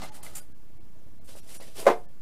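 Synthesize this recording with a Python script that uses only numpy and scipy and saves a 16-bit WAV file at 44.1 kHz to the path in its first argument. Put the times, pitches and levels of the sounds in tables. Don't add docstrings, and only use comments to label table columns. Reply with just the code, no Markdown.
import sys
import numpy as np
from scipy import signal
from scipy.fft import rfft, irfft, next_fast_len
from scipy.io import wavfile
from scipy.ndimage import uniform_filter1d, map_coordinates

SR = 44100
rng = np.random.default_rng(int(sys.argv[2]) if len(sys.argv) > 2 else 0)


def natural_amplitude(level_db):
    exponent = np.asarray(level_db, float) / 20
    return 10 ** exponent


def store_wav(level_fs):
    pcm = np.round(np.clip(np.atleast_2d(level_fs), -1, 1) * 32767)
    wavfile.write(sys.argv[1], SR, pcm.T.astype(np.int16))


N = 97593


def unit(x):
    return x / np.sqrt(np.mean(x ** 2) + 1e-20)


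def along(points, hz):
    f, v = np.transpose(points)
    return np.interp(np.log(hz + 1), np.log(f + 1), v)


def wobble(rate):
    knots = rng.standard_normal(int(N * rate / SR) + 4)
    return map_coordinates(knots, [np.arange(N) * rate / SR])


def filtered(x, response):
    m = next_fast_len(N + SR // 2)
    return irfft(rfft(x, m) * response(np.fft.rfftfreq(m, 1 / SR)), m)[:N]


def coloured(x, spectrum):
    return unit(filtered(x, lambda hz: natural_amplitude(along(spectrum, hz))))


def patches(x, depth_db):
    z = signal.stft(x, nperseg=256)[2]
    field = uniform_filter1d(rng.standard_normal(z.shape), size=4, axis=0)
    field = uniform_filter1d(field, size=5, axis=1)
    return signal.istft(z * natural_amplitude(depth_db * unit(field)), nperseg=256)[1][:N]


def resonances(peaks):
    return lambda f: 1 + sum((natural_amplitude(db) - 1) / (1 + 2j * (f - c) / w) for c, w, db in peaks)


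# pitch_hz, density_db_per_hz
RUMBLE = [(12, -68.5), (20, -11), (32, -18), (65, -19), (335, -31), (375, -33), (900, -46.5), (1170, -46.5),
          (1980, -120)]
# pitch_hz, density_db_per_hz
HISS = [(410, -40), (700, -4.5), (2170, -11), (3830, -14), (9030, -17), (13500, -16), (15600, -16.5)]
RUMBLE_DB, HISS_DB = -53.5, -67
LUMPS_DB = 1.2
RUMBLE_TOP = 2.4
FRAME_HZ, FRAME_S = 29.97, .0005
TICK_DB, TICK_SPREAD_DB, TICK_MS = -47, 3, 1.0


def recorder_floor():
    rumble = patches(coloured(rng.standard_normal(N), RUMBLE), depth_db=2.5)
    rumble = unit(rumble * natural_amplitude(LUMPS_DB * wobble(44.25)))
    rumble = RUMBLE_TOP * np.tanh(rumble / RUMBLE_TOP)
    hiss = unit(patches(coloured(rng.standard_normal(N), HISS), depth_db=1.5))
    tick_s = FRAME_S + np.arange(int(N / SR * FRAME_HZ)) / FRAME_HZ
    at = np.round(tick_s * SR).astype(int)
    ticks = np.zeros(N)
    ticks[at] = natural_amplitude(TICK_DB + TICK_SPREAD_DB * np.clip(rng.standard_normal(len(at)), -2, 1))
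    u = np.arange(-400, 401) / SR * 1000 / TICK_MS
    shape = np.exp(-u ** 2) - 0.28 * np.exp(-(u / 4) ** 2)
    return natural_amplitude(RUMBLE_DB) * rumble + natural_amplitude(HISS_DB) * hiss + signal.fftconvolve(ticks, shape, "same")


# pitch_hz, t60_s
ROOM = [(200, 0.34), (700, 0.26), (2000, 0.2), (10000, 0.061)]


def room(x):
    hz, t, z = signal.stft(rng.standard_normal(SR // 2), SR, nperseg=256)
    decay = natural_amplitude(-60 * t / along(ROOM, hz)[:, None])
    tail = signal.istft(z * decay, SR, nperseg=256)[1]
    late = np.pad(x, (300, 0))
    return signal.fftconvolve(late, tail / np.linalg.norm(tail))[:N]


# centre_s, pitch_hz, level_db,
# half_length_ms
SQUEALS = [(.02, 4260, -37.5, 1.2), (0.0346, 2200, -44, 1), (0.047, 2790, -44.5, 1.5),
           (.41, 584, -60.5, 22), (.16, 870, -55, 9.7), (.2, 870, -55, 17), (.235, 870, -56, 8),
           (.265, 2270, -53, 6), (0.283, 650, -49.5, 8), (0.355, 7240, -35, 2), (.37, 7280, -39, 3),
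           (1.49, 2050, -60, 6), (1.632, 2005, -53, 16), (1.761, 2736, -54, 4), (1.778, 3250, -50.5, 4),
           (1.789, 3600, -48.5, 3), (1.797, 3200, -48.5, 4), (1.8, 4800, -44, 5), (1.811, 2760, -49, 3)]


def squeals():
    t = np.arange(N) / SR
    out = np.zeros(N)
    for s, hz, db, half_ms in SQUEALS:
        swell = np.exp(-((t - s) * 1000 / half_ms) ** 2)
        out += natural_amplitude(db) * swell * np.sin(2 * np.pi * hz * t + 1.3 * wobble(300))
    return out


# start_s, rise_s, peak_db, fall_db_per_s, thrum_over_hiss_db
SCUFFS = [(-.02, 0.026, -61, 123, 16.5), (0.015, 0.0037, -51, 500, 10.5), (0.028, 0.0086, -49, 340, 7.5),
          (.08, 0.049, -62, 33.5, 4.5), (0.138, 0.0075, -48, 299, -3), (.175, 0.078, -68, 148, 18),
          (0.2249, 0.007, -44, 208, -17), (0.26, 0.0029, -66, 260.5, 12.5), (0.329, 0.0074, -59, 200, 1),
          (.346, .007, -40.5, 110, -16), (.358, .011, -41, 400, -17), (.39, 0.022, -59, 225, -6),
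          (1.238, 0.008, -61.5, 37, -14), (1.259, 0.031, -54, 133, 1.5), (1.334, 0.036, -52.5, 102, -5),
          (1.42, 0.013, -62, 82, 0), (1.446, 0.05, -51.5, 13, -1.5), (1.528, 0.023, -46.5, 395, -14),
          (1.592, 0.015, -53, 82, 2), (1.65, 0.023, -86, 203, -8), (1.726, 0.053, -45.5, 112, 1.5),
          (1.779, 0.02, -42.5, 271.5, -15)]
LIFT_OFFS = [
    .388,
    1.392,
    1.568,
]
LIFT_DB_PER_S = 701
# pitch_hz, density_db_per_hz
BEADS = [(900, -13), (2300, -11), (3800, -14), (5000, -10.5), (7400, -4), (10500, -1.5), (13000, -6.5),
         (15700, -14.5)]
# pitch_hz, width_hz, level_db
FOAM = [(3200, 500, 5.5), (4800, 400, 5.5), (7490, 600, 3.5), (9000, 940, 2.5), (11500, 800, 0.5)]
# pitch_hz, density_db_per_hz
HELD = [(88, -38), (150, -0.5), (506, -15), (777, -7.5), (922, -14), (1410, -11.5), (2100, -17.5),
        (4300, -14), (9000, -26), (11700, -57), (19800, -120)]
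# pitch_hz, width_hz, level_db
HELD_RINGS = [(430, 60, 6), (580, 45, 8), (860, 60, 9), (1230, 80, 4), (2020, 90, 7)]
# pitch_hz, density_db_per_hz
THRUM = [(120, -9), (200, -9.5), (633, -8.5), (904, -15.5), (1690, -19), (2700, -14.5), (3970, -16),
         (4710, -16), (6000, -16.5), (7800, -39), (13200, -120)]
BEADS_PER_S, BEAD_SPREAD_DB = 6000, 2.5
SMOOTH_SHARE = 0.47
IN_BOX_S = .9


def scuffs():
    t = np.arange(N) / SR
    hiss_power, thrum_power = np.zeros(N), np.zeros(N)
    for s, rise, db, fall, thrum_db in SCUFFS:
        stroke = np.clip((t - s) / rise, 0, 1) ** 2
        stroke = stroke * natural_amplitude(db - fall * np.clip(t - s - rise, 0, 1))
        lift_s = min([a for a in LIFT_OFFS if a > s], default=N)
        stroke = stroke * natural_amplitude(-LIFT_DB_PER_S * np.clip(t - lift_s, 0, 1))
        hiss_power += stroke ** 2
        thrum_power += (stroke * natural_amplitude(thrum_db)) ** 2

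    snaps = (rng.random(N) < BEADS_PER_S / SR) * rng.choice([-1, 1], N)
    snaps = snaps * natural_amplitude(BEAD_SPREAD_DB * np.minimum(rng.exponential(1, N), 3))
    grit = SMOOTH_SHARE * rng.standard_normal(N) + (1 - SMOOTH_SHARE) * unit(snaps)

    beads = filtered(coloured(grit, BEADS), resonances(FOAM))
    beads = unit(patches(beads, depth_db=0.5)) * natural_amplitude(1.7 * wobble(170))

    other_grit = grit[::-1]
    held = unit(filtered(coloured(other_grit, HELD), resonances(HELD_RINGS)))
    body = np.where(t < IN_BOX_S, held, coloured(other_grit, THRUM))
    body = unit(patches(body, depth_db=1.5)) * natural_amplitude(1.5 * wobble(90))
    return np.sqrt(hiss_power) * beads + np.sqrt(thrum_power) * body


# start_s, level_db, swell_ms, thud_hz
KNOCKS = [(.0195, -32.5, 0.54, 493), (.0358, -34, 0.25, 1500), (.045, -38.5, 2.2, 760),
          (.2645, -36.5, 0.38, 1920), (1.352, -40.5, 1.5, 510), (1.6, -40, 1.2, 610),
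          (1.783, -42, 1.8, 555), (1.7925, -30, 2, 420), (1.799, -40.5, 3.4, 634), (1.811, -46, 4.7, 615),
          (1.826, -32, 3.1, 397), (1.364, -46, 7.5, 565), (1.612, -41, 3.7, 510), (1.8552, -24, 4.7, 536),
          (1.8660, -1.5, 3.66, 532), (1.8750, -6, 2.5, 523), (1.8838, -11, 1.53, 686),
          (1.8885, -16.5, 1.1, 907), (1.8990, -9.5, 2.5, 350), (1.9090, -21.5, 9.4, 456),
          (1.9160, -21.5, 0.88, 590), (1.9237, -23, 1.9, 680), (.955, -56, 7.5, 617),
          (1.015, -56.5, 3.7, 600), (1.19, -54, 7, 660), (1.29, -56, 2.3, 500), (1.062, -57.5, 8.8, 566)]
# pitch_hz, level_db, t60_s
INSERT = [(178, 0, 0.05), (580, -17, 0.4), (760, -9, 0.07), (870, -20, .15), (1305, -20, 0.033),
          (2050, -8, .04), (2820, -8, 0.015), (4260, -4, 0.0088)]
# pitch_hz, level_db, t60_s
BOX = [(205, -21, 0.05), (255, -18, 0.05), (352, -14, 0.12), (438, -12.5, 0.12), (551, -13, 0.09),
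       (588, -16, 0.12), (641, -17, 0.08), (714, -16, 0.22), (788, -15.5, 0.1), (985, -19, 0.08),
       (1200, -25, 0.15), (1355, -26, .09), (1543, -26, .08), (2089, -28, 0.09)]
# pitch_hz, density_db_per_hz
SLAP = [(530, -24), (900, -3.5), (1350, -12), (2120, -14.5), (2790, -22), (10600, -36.5), (15600, -43)]
SLAP_DB, SLAP_T60_S = -19.5, 0.13
MODE_SPREAD_DB, WAVER = 2, 1.1
BASS_CUT_HZ, RISE_MS = 220, 0.9


def knocks():
    out, slap_power = np.zeros(N + SR), np.zeros(N + SR)
    t = np.arange(SR // 2) / SR
    chance = rng.standard_normal((len(KNOCKS), len(BOX)))
    drifts = [wobble(52.2)[:len(t)] for _ in BOX]
    waver = [w - w[0] for w in drifts]
    rise = 1 - np.exp(-t * 1000 / RISE_MS)
    for (s, db, swell_ms, thud_hz), row in zip(KNOCKS, chance):
        u = t * 1000 / swell_ms
        thud = u ** 2 * np.exp(1 - u ** 2) * np.sin(2 * np.pi * thud_hz * t)
        ring = np.zeros(len(t))
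        for (hz, level, t60), c, w in zip(BOX if s > IN_BOX_S else INSERT, row, waver):
            decay = natural_amplitude(level + MODE_SPREAD_DB * c - 60 * t / t60)
            ring += decay * np.sin(2 * np.pi * hz * t + WAVER * w)
        start = round(s * SR)
        out[start:][:len(t)] += natural_amplitude(db) * (thud + rise * ring)
        slap_power[start:][:len(t)] += rise * natural_amplitude(2 * (db + SLAP_DB - 60 * t / SLAP_T60_S))
    body = filtered(out[:N], lambda f: (1j * f / (BASS_CUT_HZ + 1j * f)) ** 3)
    return body + np.sqrt(slap_power[:N]) * coloured(rng.standard_normal(N), SLAP)


ROOM_DB, SCUFF_ROOM_DB = -18.5, -11


def scene():
    knock = knocks()
    scuff = scuffs() + squeals()
    reflections = room(natural_amplitude(ROOM_DB) * knock + natural_amplitude(SCUFF_ROOM_DB) * scuff)
    return (knock + scuff + reflections + recorder_floor())[None]


# centre_s, lost_above_hz, half_length_s
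HOLES = [
    (.11, 1300, .009),
    (.205, 2200, .016),
    (.221, 6500, .007),
    (.411, 1800, .005),
    (.537, 1000, .008),
    (.794, 900, .008),
    (1.2, 900, .009),
    (1.413, 800, .0045),
    (1.585, 700, .0045),
    (2.073, 2000, .011),
]
HOLE_DB, SHALLOW_S, SHALLOW_SHARE = -16, .012, .3
TOP_HZ = 15650


def treble_dropouts(x):
    hz, at, z = signal.stft(x, SR, nperseg=256, noverlap=192)
    hz = hz[:, None]
    loss_db = 0
    for s, edge_hz, half in HOLES:
        depth_db = HOLE_DB * (1 if half < SHALLOW_S else SHALLOW_SHARE)
        moment = np.exp(-((at - s) / half) ** 4)
        loss_db = loss_db + depth_db * moment / (1 + (edge_hz / (hz + 1)) ** 6)
    return signal.istft(z * natural_amplitude(loss_db) * (hz < TOP_HZ), SR, nperseg=256, noverlap=192)[1][:N]


# centre_s, pitch_hz, level_db
BIRDIES = [(.111, 6450, -71), (.111, 2090, -67), (0.111, 854, -49), (.794, 323, -55.5), (.794, 720, -67),
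           (0.408, 1460, -57), (.412, 4800, -60), (.415, 9300, -58.5), (.415, 10300, -60),
           (.415, 11800, -63), (2.074, 1755, -68), (.537, 1620, -68.5), (.794, 2250, -69.5),
           (1.2, 4120, -73), (1.2, 2150, -73), (1.413, 4200, -69), (1.413, 5650, -64), (1.413, 11500, -69),
           (1.585, 5740, -60), (1.585, 7200, -59), (1.585, 9100, -54), (1.585, 10100, -56.5)]
BIRDIE_S = 0.013


def lone_tones():
    t = np.arange(N) / SR
    out = np.zeros(N)
    for s, hz, db in BIRDIES:
        swell = np.exp(-((t - s) / BIRDIE_S) ** 2)
        out += natural_amplitude(db) * swell * np.sin(2 * np.pi * hz * t + 0.57 * wobble(140))
    return out


def roll_off(x):
    return signal.sosfilt(signal.butter(12, 15720, fs=SR, output="sos"), x)


OFFSET = .029


def record(dry):
    mix = treble_dropouts(dry[0]) + lone_tones() + OFFSET
    return roll_off(mix[None])


dry = scene()
out = record(dry)
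store_wav(out)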